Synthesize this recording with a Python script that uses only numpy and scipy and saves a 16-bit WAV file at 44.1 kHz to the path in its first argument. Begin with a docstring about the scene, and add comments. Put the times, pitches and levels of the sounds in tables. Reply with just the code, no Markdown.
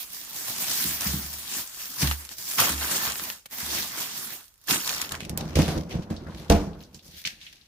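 """Fruit bags in a refrigerator drawer

Close by, a hand rummages among thin plastic bags: tiny folds hiss, facets pop, single creases snap.
Fruit rings the modes of the drawer floor; the open drawer knocks, rumbles and scrapes along its rails
and shuts with a thump that rings the cabinet. A dog's paws scuff and tick on the hard kitchen floor.
Behind lie short kitchen echoes and a quiet room tone; a two-port microphone takes it all in stereo."""
import sys
import numpy as np
from scipy import signal
from scipy.fft import rfft, irfft, next_fast_len
from scipy.io import wavfile
from scipy.ndimage import uniform_filter1d

SR = 44100
rng = np.random.default_rng(int(sys.argv[2]) if len(sys.argv) > 2 else 0)


def generate_wav(signal):
    """Clip the signal to [-1, 1] and save it as 16-bit WAV at the path in sys.argv[1]."""
    frames = np.transpose(np.atleast_2d(signal))
    scaled = np.clip(frames, -1, 1) * 32767
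    pcm = np.round(scaled).astype(np.int16)
    wavfile.write(sys.argv[1], SR, pcm)


N = 338247   # samples, 7.67 s

# Knocks of the open drawer on its rails:
# (time [s], crack level [dB], blow level [dB], brightness [dB per octave])
RAIL_KNOCKS = [(5.3757, -24.5, -33.5, -5), (5.556, -12.5, -20, -14), (5.5683, -19.5, -19, 7),
               (5.589, -16.5, -11.5, 0.5), (5.617, -21.5, -32, -6.5), (5.681, -19.5, -20, 2),
               (5.7687, -56, -25, 3), (5.895, -35, -41, 6), (5.9515, -36.5, -39, 4),
               (6.103, -31, -25.5, -1.5), (6.2825, -57, -34.5, 4)]
# The drawer front meets the cabinet:
# (time [s], crack level [dB], blow level [dB], brightness [dB per octave])
FRONT_BLOWS = [(6.5003, -13.5, -6, 1), (6.5138, -40.5, -21, 7.5), (6.5353, -34.5, -23, -1.5)]
# Resonances of the open drawer: (frequency [Hz], level [dB], time to fall 60 dB [s])
OPEN_DRAWER_MODES = [(84.4, -6.5, 0.4), (159.5, -1, 0.14), (183, -7, 0.18), (220, -6, 0.18),
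                     (308.7, -3.5, 0.092), (501, -6.5, 0.051), (650, -12.5, 0.048)]
# Paws scuffing the floor: (loudest time [s], level [dB], swell [s], fade [s], treble [dB], thud [dB])
PAW_SCUFFS = [(6.82, -58, .1, 0.17, 11, -65), (7.055, -55, .04, .2, 18.5, -49.5),
              (6.95, -53.5, .03, 0.075, 14, -47), (7.191, -44, 0.12, 0.073, 13.5, -59),
              (7.262, -34, .02, 0.12, 1, -46), (7.43, -45, 0.07, 0.29, -3, -65)]


def bags():
    """Thin film buckles: a dense hiss of tiny folds, coarser pops, lone snaps and ticks of unfolding."""
    # Relative colour of the crackle: (frequency [Hz], level [dB per Hz])
    film_colour = [(88, -21), (150, -8), (205, -20), (249, -9), (466, -21.5), (805, -13.5), (1240, -16),
                   (1360, -16), (1700, -12.5), (2400, -15), (6260, -10.5), (9630, -15), (14500, -16),
                   (16000, -5)]
    # Grips and pulls: (loudest time [s], level [dB], swell [s], fade [s],
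    # fullness of the low crackle [dB], share of coarse pops [0-1])
    grips = [(0.0, -32, .1, 0.096, -8.5, 0), (0.15, -36, 0.12, 0.22, -10, 0.03),
             (0.37, -35, 0.059, 0.37, -3.5, 0), (0.49, -29, 0.056, 0.12, -3, 0),
             (0.62, -28, 0.063, 0.067, -3, 0.01), (0.76, -25.5, .2, 0.46, -6.5, 0),
             (0.92, -29, 0.9, 0.13, -4, 0.06), (1.04, -25.5, 0.084, 0.26, -3.5, 0.06),
             (1.25, -34.5, 0.2, 1, -7.5, 0.04), (1.58, -25, 0.16, 0.085, -9, .08),
             (1.8, -34, 0.11, 0.48, -10.5, 0.16), (2.03, -23.5, 0.054, 0.085, 3, 0),
             (2.12, -28.5, 0.24, 0.052, -4.5, 0.1), (2.22, -40.5, 0.24, 0.14, -1, 0.02),
             (2.32, -38, 0.036, 0.05, -1, 0.04), (2.4, -36, 0.04, 0.26, -4, 0),
             (2.5, -30, 0.078, 0.53, -7.5, 0.01), (2.597, -19, 0.029, 0.2, 1.5, 0.23),
             (2.825, -27.5, 0.063, 0.16, -1, 0.32), (2.93, -24, 0.087, 0.24, -0.5, 0.07),
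             (3.055, -26.5, 0.067, 0.11, -3, 0.4), (3.2, -35, .15, 0.22, -9, 0.17),
             (3.285, -34.5, 0.36, 0.11, 0, 0.04), (3.46, -35, 0.0037, 0.012, 0, 0),
             (3.53, -35, 0.03, 0.18, -1.5, 0), (3.62, -33, 0.082, 0.19, 2.5, 0.02),
             (3.76, -26.5, 0.18, 0.23, -1, 0.03), (4.01, -30.5, 0.18, 0.2, -1, 0.1),
             (4.19, -32, 0.2, 0.21, -4.5, .05), (4.3, -36, 0.11, 0.16, -1, 0),
             (4.4, -52.5, .06, 0.19, -11.5, 0.24), (4.702, -18.5, 0.027, 0.13, -4.5, 0.33),
             (4.9, -24.5, 0.2, 0.19, -12, 0.56), (5.02, -34, .15, .09, 2.5, 0.6),
             (5.12, -40.5, 0.032, 0.098, 9, 0.54)]
    # Where the hand is: (time [s], left over right [dB])
    hand_side = [(0, -2), (.5, -1), (1.0, 0), (1.6, 1), (2.2, -1), (2.798, -.5), (3.5, -1), (4.4, -2.5),
                 (5.2, -1)]
    # Single creases snapping: (time [s], level [dB], centre [Hz], left over right [dB])
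    snaps = [(0.3317, -20, 12400, 2), (1.0088, -12, 6350, -7), (1.059, -25, 1720, 3),
             (2.0292, -11, 1670, 1), (2.0734, -10.5, 2650, -2), (2.1122, -9, 1540, 2),
             (2.2504, -23, 5670, -7), (2.291, -22, 5090, 4), (2.3833, -30, 8600, -20),
             (2.584, -8, 2120, -6), (2.779, -18, 5000, -1), (2.8978, -19, 6410, 8), (2.92, -17, 5570, 15),
             (3.0999, -17, 3500, 10), (3.1208, -14.5, 4560, 0), (3.1565, -16.5, 1600, 0),
             (3.1967, -15.5, 1670, 5), (3.3009, -13.5, 2120, 3), (3.4576, -30.5, 2470, -2),
             (3.5109, -31, 7960, -6), (3.524, -30, 6600, -4.5), (4.3505, -31, 10900, -3.5),
             (4.442, -35, 6280, 4), (4.6396, -39, 11700, -18), (4.6734, -23, 8900, -8),
             (4.6852, -14, 2320, 4), (4.7093, -3, 3120, -1), (4.8252, -33, 4350, -6),
             (4.844, -26, 5100, -8), (4.8762, -9.5, 5000, 2), (4.8928, -10, 3630, -6),
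             (4.9817, -17, 3400, -2), (5.016, -8, 5800, 3), (5.0923, -18.5, 3800, 0),
             (5.1097, -27, 4900, 0), (5.1205, -12, 5740, 0), (5.1519, -18, 2400, -2),
             (5.2053, -18, 1700, -4), (5.25, -25, 4900, 0), (5.2952, -15.5, 5800, 0),
             (5.3753, -8, 11100, -6)]

    level, full_db, coarse = swells(grips)
    coarse = np.clip(coarse, 0, 1)
    (pan_db,) = in_time(hand_side)
    folds = creases(500, spread_db=4.0, last_s=.002)
    graininess = np.sqrt(1.3 + 0.4 * folds ** 2)
    hiss = banded(film_colour, 2.17, 10.0, graininess, full_db, 2700)
    pops = buckles(2600, 3.1, 2.2, full_db)
    film = np.sqrt(1 - coarse) * hiss + np.sqrt(coarse) * pops

    # A released bag ticks faintly as it unfolds
    unfold_times = np.linspace(4.41, 4.61, 8)
    luck = rng.normal(0, 1, (8, 3))
    unfolding = [(s + 0.0074 * a, -39 + 3 * b, 8000 * 0.69 ** c, hand_side[-2][1])
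                 for s, (a, b, c) in zip(unfold_times, luck)]
    sharp = ticks(lasting(snaps + unfolding, 0.044), 0.92, 0.052, spike_db=6.0)
    return level * sides(pan_db) * film + sharp


def buckles(per_s, spread_db, cycles, full_db):
    """Small facets of film pop through and ring a few cycles, each size from a spot of its own; rms 1."""
    born = rng.random(N) < per_s * from_db(3.0 * drift(40)) / SR
    sizes = from_db(spread_db * np.minimum(rng.exponential(1, N), 4))
    pushes = born * sizes * rng.choice([-1, 1], N)
    pitches = np.geomspace(950, 7000, 14)
    dealt = rng.integers(0, 14, N)   # which pitch a pop at this sample gets
    spots = rng.normal(0, 1, (14, 2))
    out = 0
    for k, hz in enumerate(pitches):
        gain = from_db(full_db / (1 + (hz / 3000) ** 2) - 0.47 * np.log2(hz / 3000))
        pops = ring(pushes * gain * (dealt == k), hz, cycles / hz)
        out = out + placed(pops, 1.0 * spots[k, 0], 0.00025 * spots[k, 1])
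    return rms_one(out)


def fruit():
    """Bumps ring the drawer floor until the weight of the bag settles on it and damps the ring."""
    # Landings: (time [s], level [dB], brightness [dB per octave], time until damping starts [s])
    landings = [(0.848, -26.5, 2.5, 0.087), (0.88, -38, 3, .13), (1.06, -21, -2, .2), (1.095, -42, -2, .2),
                (1.135, -18, -1, 0.25), (1.562, -40, 8, 0.05), (2.026, -12, -3, .04),
                (2.047, -24, -4, 0.0138), (2.695, -25, -2.5, 0.097), (2.71, -36, 20, .12),
                (3.068, -43, -4, 0.15), (3.219, -42, 13.5, 0.15), (3.624, -31, -6.5, .15),
                (3.745, -39, 1, .2), (4.692, -37, 2, .1), (4.718, -37, 23, .08)]
    # Resonances of the drawer floor: (frequency [Hz], level [dB], time to fall 60 dB [s])
    floor_modes = [(60.6, -18, 0.28), (72.6, -10.5, 0.8), (147.5, -4.5, 0.094), (208.4, -4, 0.078),
                   (255, -12.5, 0.11), (314, -7, 0.035)]
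    damping_db_per_s = 97

    s, level_db, bright_db, free_s = np.transpose(landings)
    t = np.arange(N) / SR
    last = np.maximum(np.searchsorted(s, t) - 1, 0)   # the latest landing
    loaded_s = np.maximum(t - s[last] - free_s[last], 0)
    damped = uniform_filter1d(from_db(-damping_db_per_s * loaded_s), size=128)
    body = struck(list(zip(s, level_db, bright_db)), floor_modes, 0.95, -34.5, 0.059)
    return placed(damped * body * from_db(-2), -0.36, .0001)


def drawer():
    """Blows on the rails ring the open drawer; the closing blows ring the cabinet."""
    # Resonances of the cabinet: (frequency [Hz], level [dB], time to fall 60 dB [s])
    cabinet = [(54.3, 9, 0.1), (73.6, -12.5, 0.53), (163, -5.5, 0.44), (171.7, -23.5, 0.12),
               (199, -10.5, 0.44), (298, -7, 0.16), (376, -14.5, 0.14), (463, -4.5, 0.093), (682, -10, .12),
               (828, -19.5, .1)]
    on_rails = knocks(RAIL_KNOCKS, OPEN_DRAWER_MODES, 0.07, -2.03)
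    return on_rails + knocks(FRONT_BLOWS, cabinet, 0.1, -1.2)


def knocks(events, modes, crack_t60, thud_db):
    """Blows into a hollow body, each with a dull thud of the contents and a bright crack."""
    blows = [(s, db - 4.0, bright_db) for s, crack_db, db, bright_db in events]
    body = struck(blows, modes, 1.0, -40.0, 0.071)   # little in the drawer is loose
    thud_rows = [(s, db + thud_db, 600, .25, -1.5) for s, crack_db, db, bright_db in events]
    crack_rows = [(s, crack_db, 4000, crack_t60, -2.0) for s, crack_db, db, bright_db in events]
    thuds = ticks(thud_rows, 0.57, 0.98, 2.4)
    cracks = ticks(crack_rows, 1.2, 0.13, 3.0)
    return placed(body, -0.86, 0.00027) + thuds + cracks


def rolling():
    """Rollers on rough rails shake the drawer's modes and rumble; blows and paws add a dying shudder."""
    # The drawer on the move: (time [s], rumble [dB], grinding [dB])
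    travel = [(4.9, -55, 14), (5.15, -41, -5), (5.28, -34.5, -17.5), (5.4, -32, -3), (5.54, -30.5, -15),
              (5.75, -22, -10.5), (5.85, -36, -17), (5.95, -26.5, -13.5), (6.06, -34.5, -15),
              (6.24, -35, -12), (6.48, -40.5, -5.5), (6.7, -54, -8.5), (7.67, -66.5, -6.5)]
    # Relative colour of the rumble: (frequency [Hz], level [dB per Hz])
    rumble_colour = [(18, -49), (30, -49), (71, -11.5), (90, -4.5), (114, -20.5), (166, -6.5), (372, -6.5),
                     (498, -9.5), (533, -17), (666, -9.5), (1040, -12), (1800, -15.5), (2340, -77.5),
                     (3960, -120)]

    rumble_db, grind_db = in_time(travel)
    # Shudder levels stand relative to the blow; fades are times to lose 20 dB
    after_knocks = [(s, db + 0.5, .004, 0.068) for s, crack_db, db, bright_db in RAIL_KNOCKS]
    after_shut = [(s, db - 8.5, .004, 0.19) for s, crack_db, db, bright_db in FRONT_BLOWS]
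    paw_thuds = [(s, thud_db, swell, fade) for s, db, swell, fade, treble_db, thud_db in PAW_SCUFFS]
    shudder, = swells(after_knocks + after_shut + paw_thuds, bend=0.85)

    roughness = np.sqrt(0.17 + 1.4 * creases(150, 1.3, 0.0015) ** 2)
    jolts = rng.standard_normal(N) * roughness
    shaken = sum(from_db(db) * ring(jolts, hz, 0.45 * t60) for hz, db, t60 in OPEN_DRAWER_MODES)
    # Grinding lifts the upper rumble
    grind = from_db(grind_db - 3.5) * banded(rumble_colour, 1.7, 14, 1, -grind_db, 440)
    rumble = from_db(-3.5) * placed(rms_one(shaken), -0.72, 0.00039) + grind
    moving = np.arange(N) > travel[0][0] * SR
    return np.hypot(moving * from_db(rumble_db), shudder) * rumble


def sliding():
    """Surfaces rub with a grainy hiss: a rasp after each drawer crack, rail scrapes and paw scuffs."""
    # The drawer scraping its rails: (loudest time [s], level [dB], swell [s], fade [s], treble [dB])
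    scrapes = [(5.215, -40.5, .03, 0.1, -2), (5.305, -51, .03, 0.067, 6), (5.72, -37.5, .3, 0.078, 1),
               (5.915, -39, .03, 0.11, -3.5), (6.025, -45, .015, 0.044, -8), (6.4, -46.5, .22, 0.17, -1.5)]
    # Relative colour of the rubbing: (frequency [Hz], level [dB per Hz])
    rub_colour = [(410, -69), (700, -18), (1500, -28.5), (1840, -6), (3690, -4.5), (4920, -2.5),
                  (9860, -23.5), (13700, 3.5), (15400, -20), (16000, -39)]

    rasps = [(s, crack_db - 14, .004, 0.14, -2)
             for s, crack_db, db, bright_db in RAIL_KNOCKS + FRONT_BLOWS]
    scuffs = [row[:5] for row in PAW_SCUFFS]
    level, treble_db = swells(rasps + scrapes + scuffs, bend=0.98)
    graininess = np.sqrt(0.37 + 0.32 * creases(140, 4.9, 0.0025) ** 2)
    hiss = banded(rub_colour, 1.8, 8.1, graininess, -treble_db, 8000)
    return level * from_db(treble_db) * hiss


def claws():
    """Claws and other small contacts on the hard floor: narrow bands of noise with a sharp onset."""
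    # Ticks: (time [s], level [dB], centre [Hz], left over right [dB])
    claw_ticks = [(5.908, -27, 2920, -3), (6.0175, -43, 2000, -8), (6.1642, -27.5, 4200, 0),
                  (6.2664, -29.5, 1480, 3), (6.32, -36, 1500, -7), (6.3726, -34, 3470, -1),
                  (6.7324, -39, 3630, 1), (6.8053, -34.5, 3440, 1), (6.836, -34, 4740, -2),
                  (6.9455, -28.5, 5660, -5), (6.993, -35.5, 3660, 0), (7.0648, -37, 5940, -5),
                  (7.1676, -36, 3400, -5), (7.2508, -10.5, 2700, -1), (7.2544, -12.5, 4800, 0),
                  (7.2644, -32, 4940, 3), (7.414, -26.5, 3380, 0), (7.4663, -24.5, 2820, -2),
                  (7.6126, -39.5, 4100, 5)]
    return ticks(lasting(claw_ticks, 0.14), .35, 0.16, spike_db=5.0, order=2)


def kitchen(x):
    """Walls send sound back: four feedback delays a side, duller on every round, block by block."""
    t60_s, wall_cut_hz = 0.2, 7500
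    out = np.zeros((2, N))
    dull = np.exp(-2 * np.pi * wall_cut_hz / SR)
    lags = (rng.uniform(0.0083, 0.051, size=8) * SR).astype(int)
    for k, lag in enumerate(lags):
        loop, state = x.copy(), [0.]
        gain = from_db(-60 * lag / SR / t60_s)
        for i in range(lag, N, lag):
            back, state = signal.lfilter([gain * (1 - dull)], [1, -dull], loop[i - lag:i], zi=state)
            loop[i:i + lag] += back[:N - i]
        out[k % 2] += (loop - x) * (-1) ** (k // 2)
    return out


def room_tone():
    """The quiet kitchen: steady coloured noise that flickers a little in every band."""
    # Relative colour of the room tone: (frequency [Hz], level [dB per Hz])
    quiet_colour = [(15, -35), (25, 24.5), (64, 18.5), (212, -2), (591, -3.5), (659, -5), (1840, -7),
                    (4610, -8), (8830, -11.5), (14800, -9), (16000, -30)]
    return from_db(-64) * banded(quiet_colour, 0.94, 2.9)


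def from_db(db):
    """dB to gain."""
    return 10 ** (np.asarray(db) / 20)


def rms_one(x):
    """Scale to rms 1."""
    return x / np.sqrt(np.mean(x ** 2) + 1e-20)


def in_time(rows):
    """Columns of a curve table, one value a sample."""
    s, *columns = np.transpose(rows)
    return [np.interp(np.arange(N) / SR, s, c) for c in columns]


def at_hz(points, hz):
    """Read a spectrum on a log frequency axis."""
    table_hz, value = np.transpose(points)
    return np.interp(np.log(hz), np.log(table_hz), value)


def drift(rate):
    """Slow chance of spread 1: noise at every 40th sample through a double one-pole low-pass."""
    r = np.exp(-80 * np.pi * rate / SR)
    noise = rng.standard_normal(N // 40 + 2002)
    slow = signal.lfilter([1], [1, -2 * r, r * r], noise)[2000:]   # skip the filter's start
    return np.interp(np.arange(N) / 40, np.arange(len(slow)), rms_one(slow))


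def sides(pan_db):
    """Left and right gains; positive is louder at the left."""
    return from_db(np.array([pan_db, -pan_db]) / 2)


def placed(x, pan_db, lag_s):
    """A source to one side: pan_db is left over right, lag_s how much later it arrives at the left."""
    late = np.interp(np.arange(N) - lag_s * SR, np.arange(N), x)
    return np.array([late, x]) * sides(pan_db)[:, None]


def swells(events, bend=1.5):
    """Each row swells and fades (times to cover 20 dB); powers add, further columns follow the loudest.

    A bend of 1 gives pointed tops, 2 rounded ones."""
    t = np.arange(0, N + 32, 32) / SR
    s, level_db, swell, fade, *traits = np.transpose(events)[:, :, None]
    before = (s - t) / np.maximum(swell, .002)
    after = (t - s) / np.maximum(fade, .01)
    away = np.where(t < s, before, after)
    power = from_db(2 * np.maximum(level_db - 20 * away ** bend, -140))
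    total = power.sum(axis=0)
    rows = [np.sqrt(total)] + [(power * c).sum(axis=0) / total for c in traits]
    return [np.interp(np.arange(N) / SR, t, r) for r in rows]


def banded(spectrum, patchy_db, flicker_hz, shape=1, low_db=0, knee_hz=2200):
    """Half-octave bands of stereo noise under a common shape; bands below the knee also follow low_db."""
    # How alike the left and right noise are: (frequency [Hz], likeness [-1 to 1])
    likeness = [(60, 0.88), (180, 0.95), (550, 0.94), (1650, 0.091), (4970, -0.1), (15000, 0.0021)]
    out = 0
    edges = 25 * 2 ** np.arange(0, 9.6, .5)
    white = rng.standard_normal((2, 2, N)) * shape   # neighbouring bands take turns
    for k, (low, high) in enumerate(zip(edges, edges[1:])):
        hz = np.sqrt(low * high)
        if not spectrum[0][0] / 2 < hz < spectrum[-1][0] * 2:
            continue
        band = signal.butter(2, [low, high], "band", fs=SR, output="sos")
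        mid, side = signal.sosfilt(band, white[k % 2])
        alike = np.clip(at_hz(likeness, hz), -1, 1)
        pair = np.sqrt(1 + alike) * mid + np.sqrt(1 - alike) * side * [[1], [-1]]
        gain = from_db(at_hz(spectrum, hz) + patchy_db * drift(flicker_hz))
        low_gain = from_db(low_db / (1 + (hz / knee_hz) ** 2))
        out = out + gain * low_gain * pair
    return rms_one(out)


def creases(per_s, spread_db, last_s):
    """Envelope of random bunched little jolts: sudden, then dying in a few ms; rms 1."""
    born = rng.random(N) < per_s * from_db(3.0 * drift(25)) / SR
    sizes = from_db(spread_db * np.minimum(rng.exponential(1, N), 4))
    return rms_one(signal.lfilter([1], [1, -np.exp(-1 / (last_s * SR))], born * sizes))


def ring(force, hz, t60):
    """A unit click sets a sine of height 1 ringing."""
    r = from_db(-60 / (max(t60, .01) * SR))
    w = 2 * np.pi * hz / SR
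    return signal.lfilter([0, np.sin(w)], [1, -2 * r * np.cos(w), r * r], force + 1e-18)


def struck(events, modes, spread_db, rattle_db, rattle_s):
    """Contacts ring every mode, brighter ones the high modes more; loose parts rattle on and blur it."""
    s, level_db, bright_db = np.transpose(events)
    out = np.zeros(N)
    vary = rng.normal(0, 1, (len(s), len(modes)))
    jitter = from_db(rattle_db) * rng.standard_normal(N)
    keep = np.exp(-1 / (rattle_s * SR))
    for k, (hz, mode_db, t60) in enumerate(modes):
        tilt_db = bright_db * np.log2(hz / 150)
        clicks = np.full(N, 1e-18)
        clicks[(s * SR).astype(int)] = from_db(level_db + mode_db + tilt_db + spread_db * vary[:, k])
        force = clicks + jitter * signal.lfilter([1], [1, -keep], clicks)
        out += (-1) ** k * ring(force, hz, t60)
    return out


def lasting(events, t60):
    """Give every tick the same ring time."""
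    return [(s, level_db, hz, t60, pan_db) for s, level_db, hz, pan_db in events]


def ticks(events, octaves, alike, spike_db, order=1):
    """A sharp spike, then a dying puff of noise, through a band this many octaves either side."""
    size, spike_s = 9000, .0008
    out = np.zeros((2, N))
    noise = rng.standard_normal((len(events), 2, size))
    t = np.arange(size) / SR
    for (s, level_db, hz, t60, pan_db), (mid, side) in zip(events, noise):
        edges = np.clip([hz / 2 ** octaves, hz * 2 ** octaves], 50, .45 * SR)
        band = signal.butter(order, edges, "band", fs=SR, output="sos")
        fade = from_db(-60 * t / max(t60, .003)) + from_db(spike_db) * np.exp(-t / spike_s)
        pair = mid * np.sqrt(1 + alike) + side * np.sqrt(1 - alike) * [[1], [-1]]
        puff = signal.sosfilt(band, pair * fade)
        passed = np.sqrt((edges[1] - edges[0]) / (SR / 2))   # share of the noise the band lets through
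        gains = from_db(level_db - 21) / passed * sides(pan_db)[:, None]
        at = int(s * SR)
        out[:, at:at + size] += (gains * puff)[:, :N - at]
    return out


def scene():
    """Bags, fruit, blows and claws with the kitchen's answer; rolling, rubbing and room tone without."""
    near = bags() + fruit() + drawer() + claws()
    echoes = from_db(-19.0) * kitchen(near.mean(axis=0))
    return near + echoes + rolling() + sliding() + room_tone()


def record(dry):
    """The two ports differ in colour, the small capsules lose the deepest bass, the top is cut steeply."""
    # Microphone ports: (frequency [Hz], left over right [dB])
    port_tilt = [(60, -2), (150, 0.5), (380, -0.5), (950, 1), (2380, 1), (5980, 1), (15000, -3)]
    size = next_fast_len(N)
    hz = np.maximum(np.arange(size // 2 + 1) * SR / size, 10)
    tilt_db = at_hz(port_tilt, hz)
    ports = irfft(rfft(dry, size) * sides(tilt_db), size)[:, :N]
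    capsule = signal.sosfilt(signal.butter(2, 50, "high", fs=SR, output="sos"), ports)
    return signal.sosfilt(signal.cheby2(18, 90, 16300, fs=SR, output="sos"), capsule)


dry = scene()
out = record(dry)
generate_wav(out)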